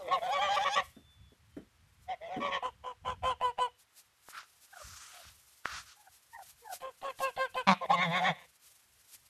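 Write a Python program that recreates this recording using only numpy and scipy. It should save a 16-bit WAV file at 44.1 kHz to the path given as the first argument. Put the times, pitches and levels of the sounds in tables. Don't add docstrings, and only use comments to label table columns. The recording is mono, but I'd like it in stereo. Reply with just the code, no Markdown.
import sys
import numpy as np
from scipy import signal
from scipy.fft import rfft, irfft, next_fast_len
from scipy.io import wavfile
from scipy.ndimage import map_coordinates

SR = 44100
rng = np.random.default_rng(int(sys.argv[2]) if len(sys.argv) > 2 else 0)


def master_out(mix):
    frames = np.transpose(np.atleast_2d(mix))
    ceiling = np.clip(frames, -1, 1)
    pcm = np.round(ceiling * 32767).astype(np.int16)
    wavfile.write(sys.argv[1], SR, pcm)


N = 409679

# (time [s], lead of the left microphone [ms], left over right [dB])
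PLACE = [(.1, 0.24, 0), (.7, 0.329, 1.5), (2.1, 0.36, 2.5), (2.55, 0.34, -1), (4.35, -.08, -5),
         (4.9, .16, -8.5), (5.7, -.06, -5.5), (6.35, 0.2, 1), (6.7, 0.092, -0.5), (7.75, 0.19, 0.5),
         (8, 0.29, 2)]
# (time [s], flutter rate [Hz], roughness [0-1])
STRAIN = [(.1, 185.9, 0.12), (.45, 189, 0.19), (.78, 178.7, 0.34), (2.2, 174.6, 0.25), (2.45, 169.5, 0.4),
          (7.92, 172.7, 0.07)]
# (start [s], length [s], start pitch [Hz], middle pitch [Hz], end pitch [Hz],
# level [dB], overtone tilt at the top pitch [dB per octave], roughness [0-1])
CRIES = [(0, 0.12, 616, 516.6, 495, -44, -5, 0.3), (0.081, 0.11, 610.6, 771, 635, -33.5, -22, 0.29),
         (0.22, 0.054, 658.5, 732, 745, -33.5, -7, 0.27), (0.286, 0.056, 694, 795, 843, -30, -5, 0.1),
         (0.385, 0.069, 728, 827, 787, -29.5, -6, 0.04), (0.492, 0.069, 787, 812, 840, -26.5, -4, 0.19),
         (0.591, 0.052, 766, 806, 863, -28, -2.5, 0.17), (0.698, 0.053, 787, 810, 851, -32, -0.5, 0.12),
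         (.764, 0.06, 833, 775, 710, -39.5, -1.5, 0.4), (2.09, 0.054, 722, 761, 670, -34.5, -9.5, 0.16),
         (2.218, .074, 611, 677, 630, -40.5, -9.5, 0.2), (2.292, 0.099, 648, 763, 697, -39, -9.5, 0.24),
         (7.817, 0.045, 725, 683, 630, -39.5, -22, 0.5), (7.903, 0.026, 780, 822, 860, -22.5, -9, 0.28),
         (8.208, 0.056, 698, 744, 762, -29, -7.5, 0.23), (8.273, 0.046, 809, 734.5, 625, -30, -19.5, 0.39)]
# (start [s], length [s], top pitch [Hz], tone level [dB], rasp level [dB])
HONKS = [(0.115, 0.045, 553.5, -28.5, -34), (0.262, 0.048, 529.5, -38, -42),
         (0.329, 0.069, 571, -28.5, -39.5), (0.416, 0.073, 597.3, -28.5, -35),
         (0.566, 0.02, 591, -27.5, -34.5), (0.65, .042, 569.4, -28, -35.5), (.758, 0.047, 576, -27.5, -32),
         (2.1, 0.048, 539.5, -44, -48), (2.3, 0.078, 563, -39, -51.5), (2.405, 0.096, 574, -30, -40.5),
         (2.511, 0.071, 560.4, -30, -36.5), (6.623, .034, 483, -50.5, -67), (7.814, 0.033, 533, -34, -48.5),
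         (7.931, 0.023, 556, -27.5, -35.5), (8.338, 0.12, 529.5, -55.5, -50)]
# (frequency [Hz], gain [dB])
CRY_THROAT = [(1600, -8), (2450, -10.5), (3300, -3), (4100, -13), (4900, -9), (6600, -11), (12500, -43)]
# (frequency [Hz], gain [dB])
HONK_THROAT = [(550, -8), (1150, 6), (1600, -24.5), (2250, -8.5), (2800, -26.5), (3400, -21.5), (4100, -32),
               (6600, -33), (12000, -56)]
# (frequency [Hz], gain [dB])
RASP_THROAT = [(50, -30), (170, 2), (360, -15.5), (560, 11.5), (1150, 11), (1520, -4.5), (2050, 14),
               (2750, -6.5), (3500, 1.5), (4400, -19), (6500, -16), (13000, -50)]
# (frequency [Hz], gain [dB])
SUBTONE_THROAT = [(750, -1), (1100, -10), (1470, -14), (1850, 1), (2250, -4), (2600, -11), (2950, -7),
                  (3650, -7), (4400, -22), (7000, -27)]

# (time [s], level [dB])
BREEZE = [(3.6, -68.5), (3.9, -90), (6.8, -80), (7.9, -75), (8.6, -83)]
# (time [s], left level [dB], right level [dB])
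PUFFS = [(3.057, -56, -43), (3.24, -54.5, -45.5), (4.864, -53, -88), (5.269, -62.5, -80), (5.748, -59, -69)]
# (frequency [Hz], gain [dB])
BUFFET = [(20, -31.5), (40, -8), (70, 5.5), (120, -3), (220, -15), (1500, -73.5)]
# (time [s], level [dB])
RUSTLE = [(.9, -62.5), (1.1, -76.5), (3.4, -87.5), (4.9, -57), (7, -64.5), (9.2, -62.5)]
# (time [s], level [dB])
SWISHES = [(.878, -64.5), (2.049, -61), (3.82, -59.5), (4.002, -55.5), (4.301, -55), (6.504, -55.5),
           (6.75, -48.5), (7.232, -48), (8.679, -59.5), (9.151, -55.5)]
# (frequency [Hz], gain [dB])
FEATHERS = [(300, -15.5), (1300, -7.5), (5000, -0.5), (12500, 0.5)]
# (frequency [Hz], gain [dB])
AIR = [(59, -22.5), (100, -2.5), (266, -7.5), (1250, 0.5), (2120, -1), (2820, -2.5), (13000, -15)]
# (frequency [Hz], t60 [s])
YARD_T60 = [(200, 0.34), (1000, 0.15), (3000, 0.38), (10000, 0.05)]

# (start [s], length [s], start pitch [Hz], end pitch [Hz], peak level [dB])
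WHISTLES = [(0.953, 0.38, 3570, 3420, -67.5), (1.519, 0.086, 3100, 3080, -70.5)]
# (time [s], level [dB], t60 [s])
THUDS = [(0.963, -47, 0.16), (1.318, -52.5, 0.1), (1.565, -37, 0.18), (2.362, -35.5, 0.47)]
# (frequency [Hz], gain [dB])
THUD_BODY = [(90, -21.5), (230, 2), (480, -6.5), (700, -9.5), (2500, -35), (6000, -46.5)]

# (start [s], length [s], pitch [Hz], fall [share of the pitch], level [dB],
# roughness [0-1], left over right [dB], overtone tilt [dB per octave])
ANSWERS = [(2.617, 0.086, 508.3, 0.013, -35, 0.3, -2, -1.5), (2.827, .11, 507, 0, -40, 0.29, -1, -4),
           (3.039, .11, 507, .01, -35, 0.4, -1, -1.5), (3.222, .12, 512.5, .04, -28, 0.24, -0.5, 0),
           (3.4, .12, 501.5, .01, -28.5, 0.06, -3.5, 0), (3.573, 0.11, 498.7, 0.016, -28, 0.06, -3.5, 0.5),
           (6.805, 0.11, 524, 0.033, -39.5, .3, -2.5, -4), (7.016, .11, 543.7, 0.056, -35.5, .4, -2, -0.5),
           (7.19, 0.12, 534, 0.075, -30, 0.16, -3.5, 0.5), (7.365, .11, 523.7, 0.056, -28, 0.06, -2, 1),
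           (7.544, 0.085, 507, 0.055, -29.5, .12, -1.5, 2)]
# (time [share of its length], pitch [ratio], tone level [dB], rasp level [dB])
COURSE = [(0, .96, -48, -28), (.08, .96, -29, -18.5), (.12, .97, -11.5, -5.5), (.27, .995, -3, -8.5),
          (.45, 1.003, 2, -41.5), (.65, 1, -2.5, -35), (.82, .98, -4, -26), (1, .88, -24, -27)]
# (frequency [Hz], gain [dB])
FIRST_THROAT = [(500, -8.5), (1000, 2), (1500, -21), (2500, -29.5), (3020, -13.5), (3550, -42.5),
                (4100, -30.5), (4600, -36), (5700, -57.5), (6700, -38.5), (8200, -38.5), (12500, -51.5)]
# (frequency [Hz], gain [dB])
SECOND_THROAT = [(500, -1.5), (1050, 0), (1600, -5.5), (2100, -17), (2600, -11.5), (3100, -15.5),
                 (3700, -30.5), (4400, -28), (5800, -41), (12500, -44)]
# (frequency [Hz], gain [dB])
ANSWER_RASP = [(120, -11.5), (350, -15), (520, -7), (760, 14), (1080, -11), (1400, -12.5), (3100, -10.5),
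               (3800, -31.5), (13000, -42)]
# (frequency [Hz], gain [dB])
ANSWER_GRIT = [(300, -17.5), (750, 5), (1400, -2.5), (2000, -14), (3200, -5.5), (3900, -32.5),
               (6800, -19.5), (13000, -43.5)]
# (frequency [Hz], gain [dB])
CATCH = [(300, -5), (800, -3.5), (1700, -2.5), (3000, -3.5), (4400, -9.5), (5500, -30), (12000, -33)]

# (start [s], length [s], attack [s], throat level [dB], sizzle level [dB])
HISSES = [(4.355, 0.049, .06, -45, -49), (4.787, 0.5, .1, -57, -52), (5.655, 0.14, 0.011, -44, -46.5),
          (5.863, 0.07, .04, -62, -58.5)]
# (frequency [Hz], gain [dB])
HISS_THROAT = [(450, -21), (950, -5.5), (1300, 8), (2300, -5), (6000, -44)]
# (frequency [Hz], gain [dB])
HISS_SIZZLE = [(1000, -23), (2800, -0.5), (6000, 0.5), (13000, -16.5)]
# (time [s], level [dB])
SNAPS = [(4.287, -37), (4.432, -35), (4.853, -43), (5.253, -40), (5.298, -45), (5.657, -21)]
# (frequency [Hz], gain [dB])
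BILL = [(150, -31), (600, -13.5), (1200, 12.5), (2200, -5), (3200, -18.5), (12000, -22.5)]
# (start [s], length [s], start pitch [Hz], middle pitch [Hz],
# end pitch [Hz], level [dB], overtone over fundamental [dB])
WHIMPERS = [(4.734, 0.095, 796, 682, 577, -55.5, 0), (5.132, 0.095, 725, 705, 655, -60, -16),
            (5.966, 0.086, 812, 840, 780, -65.5, -11.5), (6.066, 0.017, 795, 774, 740, -56, -6),
            (6.333, 0.039, 902, 932, 900, -52.5, -3.5), (6.375, 0.05, 794, 808, 697, -48.5, -12),
            (6.652, 0.035, 890, 870, 837, -47.5, -11), (6.696, 0.044, 790, 742, 690, -42.5, -11.5)]
# (frequency [Hz], gain [dB])
SQUAWK_THROAT = [(80, -37), (190, 1), (370, -23), (570, -7.5), (1150, 3), (1700, -14.5), (2300, -4),
                 (3000, -16.5), (3900, -12.5), (4500, -26), (6800, -32.5), (13000, -52.5)]
# (time [s], flutter rate [Hz], level [dB])
CACKLE = [(7.895, 171, -46), (7.91, 176.9, -31), (7.957, 172, -34), (7.995, 174.1, -28.5),
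          (8.03, 186.5, -25), (8.064, 169.9, -32), (8.099, 162.5, -33), (8.13, 172.1, -30.5),
          (8.17, 187.2, -23.5), (8.211, 169.5, -35.5), (8.235, 174, -33), (8.273, 190.8, -23),
          (8.309, 168.5, -31.5), (8.33, 148.5, -44.5)]
# (frequency [Hz], gain [dB])
SHUT_THROAT = [(160, 3), (330, -24), (520, -9.5), (1000, -9), (1400, -22), (2000, -13), (2900, -25),
               (3800, -21), (4800, -39), (7500, -42)]
# (frequency [Hz], gain [dB])
OPEN_THROAT = [(178, -12), (350, -33.5), (550, -4), (750, -4.5), (1450, -10), (2100, 0.5), (2900, -20.5),
               (3700, -12.5), (4600, -32), (7500, -39)]

CRY_ATTACK_S, CRY_RELEASE_S, CRY_SWELL_DB = .012, 0.0046, 2
CRY_BRIGHTENING = 34
CRY_RASP_DB = 2
CRY_WARBLE, CRY_JITTER = 1.1, .008
HONK_ATTACK_S, HONK_RELEASE_S, HONK_SWELL_DB = .007, 0.011, 3.5
HONK_ARCH, HONK_SAG = .05, .02
FULL_HONK_DB, HONK_DULLING = -27, 1
HONK_RASP_DB, SUBTONE_DB = -2.5, -1
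RASP_SWELL_DB = 3.5
FLUTTER_JITTER, RASP_AIR = .3, .9
DRIFT_DB = 3.3
GUST_DB, PUFF_RISE_S, PUFF_FALL_S = 4, 0.023, 0.076
RUSTLE_GRAIN_DB, RUSTLE_CHANGE_DB = 2.8, 2.5
SWISH_RISE_S, SWISH_FALL_S = .04, 0.019
AIR_DB, YARD_DB = -69, -18
WHISTLE_FADE_S = 0.028
SECOND_BIRD_FROM_S = 5
SECOND_SOFT_START_DB, SECOND_SWELL_SHARE = 9, 0.27
CATCH_DB, CATCH_T60_S = -15, 0.082
GRIT_DB, ANSWER_WANDER = -0.5, .008
HISS_RELEASE_S, HISS_SWELL_DB = 0.058, 2.5
HISS_SAG_DB = 4
WHIMPER_FADE_S, WHIMPER_HAZE = 0.011, 0.51
SQUAWK_S, SQUAWK_LENGTH_S, SQUAWK_HZ, SQUAWK_DB = 7.671, 0.058, 190, -20.5
SQUAWK_SAG = .14
SQUAWK_JITTER, SQUAWK_AIR = .15, .3
SHUT_HZ, OPEN_HZ = 165.9, 180
CACKLE_JITTER, CACKLE_RASP_DB = .06, -6
ODD_DB = -7
MOUTH_SHUT_HZ, MOUTH_OPEN_HZ, MOUTH_WIDTH_HZ, MOUTH_DB = 700, 1080, 140, 14
TOP_HZ = 13150


def amp(db):
    return 10 ** (np.asarray(db) / 20)


def unit(x):
    return x / np.sqrt(np.mean(x ** 2) + 1e-20)


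def along(points, hz):
    f, v = np.transpose(points)
    return np.interp(np.log(hz + 1), np.log(f + 1), v)


def read(rows, t):
    s, *cols = np.transpose(rows)
    return [np.interp(t, s, c) for c in cols]


def span(start, end, fade=0.0063):
    i = np.arange(max(0, int((start - fade) * SR)), min(N, int((end + fade) * SR)))
    t = i / SR
    edge = np.minimum(t - start + fade, end + fade - t) / fade
    return i, t, np.sin(np.pi / 2 * np.clip(edge, 0, 1)) ** 2


def syllable(s, length, attack_s, release_s, swell_db):
    first = max(0, int((s - 3 * attack_s) * SR))
    last = min(N, int((s + length + 3 * release_s) * SR))
    i = np.arange(first, last)
    t = i / SR - s
    u = np.clip(t / length, 0, 1)
    edges = np.maximum(-t / attack_s, 0) + np.maximum((t - length) / release_s, 0)
    return i, u, -20 * edges - swell_db * (2 * u - 1) ** 2


def swell(s, rise_s, fall_s):
    t = np.arange(N) / SR - s
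    return np.exp(-np.minimum((t / np.where(t < 0, rise_s, fall_s)) ** 2, 20))


def wobble(n, rate):
    return map_coordinates(rng.standard_normal(int(n * rate / SR) + 4), [np.arange(n) * rate / SR])


def colour(x, points):
    n = x.shape[-1]
    m = 2 * next_fast_len(n // 2 + 2048)
    cepstrum = irfft(np.log(amp(along(points, np.fft.rfftfreq(m, 1 / SR)))), m)
    cepstrum[1:m // 2] *= 2
    cepstrum[m // 2 + 1:] = 0
    return irfft(rfft(x, m) * np.exp(rfft(cepstrum)), m)[..., :n]


def noise(shape, points):
    return unit(colour(rng.standard_normal(shape), points))


def cycles(hz):
    return 2 * np.pi * np.cumsum(hz) / SR


def glide(start_hz, middle_hz, end_hz, u):
    return np.polyval(np.polyfit([0, .5, 1], [start_hz, middle_hz, end_hz], 2), u)


def harmonics(phase, hz, throat, order, count, tilt_db=0):
    k = np.arange(order, count + 1)[:, None]
    drift_db = DRIFT_DB * (k > 2) * np.array([wobble(len(phase), 31.2) for _ in k])
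    gain = amp(along(throat, k * hz) + tilt_db * np.log2(k) + drift_db)
    return np.sqrt(2) * np.sum(gain * np.sin(k * phase), axis=0)


def rasp(phase, throat, air, scatter_db=3):
    cycle = np.floor(phase / (2 * np.pi))
    slaps = np.diff(cycle, prepend=cycle[0]) * amp(scatter_db * rng.standard_normal(len(phase)))
    puffs = rng.standard_normal(len(phase)) * (1 + .5 * np.cos(phase - 1))
    return unit(colour(unit(slaps) + air * unit(puffs), throat))


def placed(x, lead_ms, balance_db):
    i = np.arange(len(x))
    shift = lead_ms * SR / 2000
    return np.array([map_coordinates(x, [i + side * shift]) * amp(side * balance_db / 2)
                     for side in (1, -1)])


def near_goose():
    clock = np.arange(N) / SR
    flutter_hz, rough = read(STRAIN, clock)
    flutter = cycles(flutter_hz * (1 + .05 * wobble(N, 130)))
    voice = cries(flutter) + honks(flutter_hz, rough) + whimpers() + squawk() + cackle()
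    return placed(voice, *read(PLACE, clock))


def cries(flutter):
    out = np.zeros(N)
    for s, length, start_hz, middle_hz, end_hz, db, tilt_db, rough in CRIES:
        i, u, shape_db = syllable(s, length, CRY_ATTACK_S, CRY_RELEASE_S, CRY_SWELL_DB)
        hz = glide(start_hz, middle_hz, end_hz, u)
        phase = cycles(hz * (1 + CRY_JITTER * wobble(len(i), 120)))
        phase += rough * (.5 * wobble(len(i), 600) + CRY_WARBLE * np.sin(flutter[i]))
        bright_db = tilt_db + CRY_BRIGHTENING * np.log2(hz / hz.max())
        overtones = harmonics(phase, hz, CRY_THROAT, order=2, count=16, tilt_db=bright_db)
        tone = np.sqrt(2) * np.sin(phase) + overtones
        shake = 1 + rough * (0.2 * np.cos(flutter[i]) + 0.6 * wobble(len(i), 180))
        torn = rough * amp(CRY_RASP_DB) * rasp(flutter[i], RASP_THROAT, air=1.0)
        out[i] += amp(db + shape_db) * (shake * tone + torn)
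    return out


def honks(flutter_hz, rough):
    out = np.zeros(N)
    for s, length, top_hz, db, rasp_db in HONKS:
        i, u, shape_db = syllable(s, length, HONK_ATTACK_S, HONK_RELEASE_S, HONK_SWELL_DB)
        hz = top_hz * (1 - HONK_ARCH * (2 * u - 1) ** 2 - HONK_SAG * (u - .5))
        locked_hz = hz / np.round(top_hz / flutter_hz[i].mean())
        flutter = cycles(locked_hz) + FLUTTER_JITTER * rough[i] * wobble(len(i), 200)
        phase = cycles(hz) + rough[i] * (0.14 * np.sin(flutter) + 0.52 * wobble(len(i), 400))
        shake = 1 + rough[i] * (0.24 * np.cos(flutter - 1) + 0.98 * wobble(len(i), 250))
        softness_db = min(db - FULL_HONK_DB, 0)
        tone = amp(db) * shake * harmonics(phase, hz, HONK_THROAT, order=1, count=22,
                                           tilt_db=HONK_DULLING * softness_db)
        subtones = unit(harmonics(2 * flutter, 2 * locked_hz, SUBTONE_THROAT, order=2, count=19))
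        rattle = amp(HONK_RASP_DB) * rasp(flutter, RASP_THROAT, RASP_AIR)
        rattle += amp(SUBTONE_DB + softness_db / 2) * subtones
        rattle *= amp(rasp_db - RASP_SWELL_DB * (2 * u - 1) ** 2)
        out[i] += amp(shape_db) * (tone + rattle)
    return out


def bounce(x, delay_ms=1.0845, sway=0.22):
    late = [np.arange(N) - delay_ms * SR / 1000 * (1 + sway * wobble(N, 4)) for _ in x]
    echo = np.array([map_coordinates(side, [i], order=1) for side, i in zip(x, late)])
    return colour(echo, [(700, -20.5), (1800, -1.5)])


def yard(x):
    hz, t, z = signal.stft(rng.standard_normal((2, SR // 2)), SR, nperseg=256)
    decay = amp(-60 * t / along(YARD_T60, hz)[:, None])
    tail = signal.istft(z * decay, SR, nperseg=256)[1]
    return signal.fftconvolve(x, tail / np.linalg.norm(tail[0]), axes=1)[:, :N]


def breeze():
    (breeze_db,) = read(BREEZE, np.arange(N) / SR)
    wind = amp(breeze_db + GUST_DB * wobble(N, 15))
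    puffs = sum(amp([[left_db], [right_db]]) * swell(s, PUFF_RISE_S, PUFF_FALL_S)
                for s, left_db, right_db in PUFFS)
    return (wind + puffs) * (noise((2, N), BUFFET) + noise(N, BUFFET))


def rustling():
    (rustle_db,) = read(RUSTLE, np.arange(N) / SR)
    swishes = sum(amp(db) * swell(s, SWISH_RISE_S, SWISH_FALL_S) for s, db in SWISHES)
    unevenness = amp(RUSTLE_GRAIN_DB * wobble(N, 60) + RUSTLE_CHANGE_DB * wobble(N, 14))
    brushing = noise((2, N), FEATHERS) + 0.34 * noise(N, FEATHERS)
    return (amp(rustle_db) + swishes) * unevenness * brushing


def still_air():
    return amp(AIR_DB) * (noise((2, N), AIR) + 0.13 * noise(N, AIR))


def songbird():
    out = np.zeros(N)
    for s, length, start_hz, end_hz, db in WHISTLES:
        i, u, shape_db = syllable(s, length, WHISTLE_FADE_S, WHISTLE_FADE_S, swell_db=4.0)
        level = amp(db + shape_db + 2.0 * wobble(len(i), 18.5))
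        out[i] += level * np.sin(cycles(start_hz + (end_hz - start_hz) * u))
    return out


def thuds():
    out = np.zeros(N)
    for s, db, t60 in THUDS:
        i, t, gate = span(s + 0.0031, s + 0.14, fade=0.0018)
        out[i] += amp(db - 60 * (t - s) / t60) * gate * noise(len(t), THUD_BODY)
    return placed(out, lead_ms=0.53, balance_db=2.0)


def answers():
    out = np.zeros((2, N))
    for s, length, pitch_hz, fall, db, rough, balance_db, tilt_db in ANSWERS:
        i, t, gate = span(s, s + length, fade=.003)
        n = len(t)
        u = (t - s) / length
        ratio, tone_db, rasp_db = read(COURSE, u)
        throat, lead_ms, catch = FIRST_THROAT, 0, 0
        if s > SECOND_BIRD_FROM_S:
            throat, lead_ms = SECOND_THROAT, -.25
            tone_db = tone_db - SECOND_SOFT_START_DB * np.clip(1 - u / SECOND_SWELL_SHARE, 0, 1)
            catch = amp(CATCH_DB - 60 * abs(t - s) / CATCH_T60_S) * noise(n, CATCH)
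        hz = pitch_hz * ratio * (1 - fall * (u - .5) + ANSWER_WANDER * wobble(n, 45))
        phase = cycles(hz) + (.015 + 0.45 * rough) * wobble(n, 500)
        tone = unit(harmonics(phase, hz, throat, order=1, count=24, tilt_db=tilt_db))
        tone *= amp(tone_db) * (1 + 0.61 * rough * wobble(n, 200))
        slap_phase = cycles(200 * (1 + .2 * wobble(n, 150)))
        burst = amp(rasp_db) * rasp(slap_phase, ANSWER_RASP, air=0.48)
        half_phase = cycles(hz / 2) + 0.3 * wobble(n, 200)
        grit = rough * amp(tone_db + GRIT_DB) * rasp(half_phase, ANSWER_GRIT, RASP_AIR)
        out[:, i] += placed(amp(db) * gate * (tone + burst + grit + catch), lead_ms, balance_db)
    return out


def hisses():
    out = np.zeros(N)
    for s, length, attack_s, throat_db, sizzle_db in HISSES:
        i, u, shape_db = syllable(s, length, attack_s, HISS_RELEASE_S, HISS_SWELL_DB)
        air = amp(throat_db - HISS_SAG_DB * u) * noise(len(i), HISS_THROAT)
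        air += amp(sizzle_db) * noise(len(i), HISS_SIZZLE)
        out[i] += air * amp(shape_db + 1.2 * wobble(len(i), 90))
    for s, db in SNAPS:
        i, t, gate = span(s, s + 0.041, fade=0.00057)
        decay = amp(-60 * (t - s) / 0.0036)
        out[i] += amp(db) * gate * decay * noise(len(t), BILL)
    return placed(out, *read(PLACE, np.arange(N) / SR))


def whimpers():
    out = np.zeros(N)
    for s, length, start_hz, middle_hz, end_hz, db, overtone_db in WHIMPERS:
        i, u, shape_db = syllable(s, length, WHIMPER_FADE_S, WHIMPER_FADE_S, swell_db=4.0)
        phase = cycles(glide(start_hz, middle_hz, end_hz, u)) + WHIMPER_HAZE * wobble(len(i), 297.5)
        tone = np.sqrt(2) * (np.sin(phase) + amp(overtone_db) * np.sin(2 * phase))
        out[i] += amp(db + shape_db) * tone * (1 + WHIMPER_HAZE * wobble(len(i), 199))
    return out


def squawk():
    out = np.zeros(N)
    i, u, shape_db = syllable(SQUAWK_S, SQUAWK_LENGTH_S, attack_s=0.0025, release_s=0.018, swell_db=1.5)
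    flutter = cycles(SQUAWK_HZ * (1 - SQUAWK_SAG * (u - .5)))
    flutter += SQUAWK_JITTER * wobble(len(i), SQUAWK_HZ)
    slaps = rasp(flutter, SQUAWK_THROAT, SQUAWK_AIR, scatter_db=2.5)
    out[i] = amp(SQUAWK_DB + shape_db) * slaps
    return out


def cackle():
    out = np.zeros(N)
    i, t, gate = span(CACKLE[0][0], CACKLE[-1][0])
    hz, db = read(CACKLE, t)
    opening = np.clip((hz - SHUT_HZ) / (OPEN_HZ - SHUT_HZ), 0, 1)
    harshness = (1 + opening) / 2
    flutter = cycles(hz) + CACKLE_JITTER * harshness * wobble(len(t), 250)
    k = np.arange(1, 42)[:, None]
    throat_db = (1 - opening) * along(SHUT_THROAT, k * hz) + opening * along(OPEN_THROAT, k * hz)
    mouth_hz = MOUTH_SHUT_HZ + (MOUTH_OPEN_HZ - MOUTH_SHUT_HZ) * opening
    mouth_db = MOUTH_DB * np.exp(-((k * hz - mouth_hz) / MOUTH_WIDTH_HZ) ** 2)
    odd_db = ODD_DB * opening * (k > 1) * (k % 2)
    drift_db = DRIFT_DB * np.array([wobble(len(t), 60) for _ in k])
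    gain = amp(throat_db + mouth_db + odd_db + drift_db)
    waves = np.sin(k * flutter + rng.uniform(0, 2 * np.pi, k.shape))
    voice = np.sqrt(2) * np.sum(gain * waves, axis=0) / np.linalg.norm(gain, axis=0)
    rattle = amp(CACKLE_RASP_DB) * harshness * rasp(flutter, RASP_THROAT, air=.45)
    out[i] = gate * amp(db) * (voice + rattle)
    return out


def scene():
    geese = near_goose() + answers()
    reflections = bounce(geese) + yard(amp(YARD_DB) * geese)
    background = breeze() + rustling() + still_air()
    return geese + reflections + background + songbird() + thuds() + hisses()


def record(dry):
    m = next_fast_len(N + SR // 2)
    return irfft(rfft(dry, m) * (np.fft.rfftfreq(m, 1 / SR) < TOP_HZ), m)[:, :N]


dry = scene()
out = record(dry)
master_out(out)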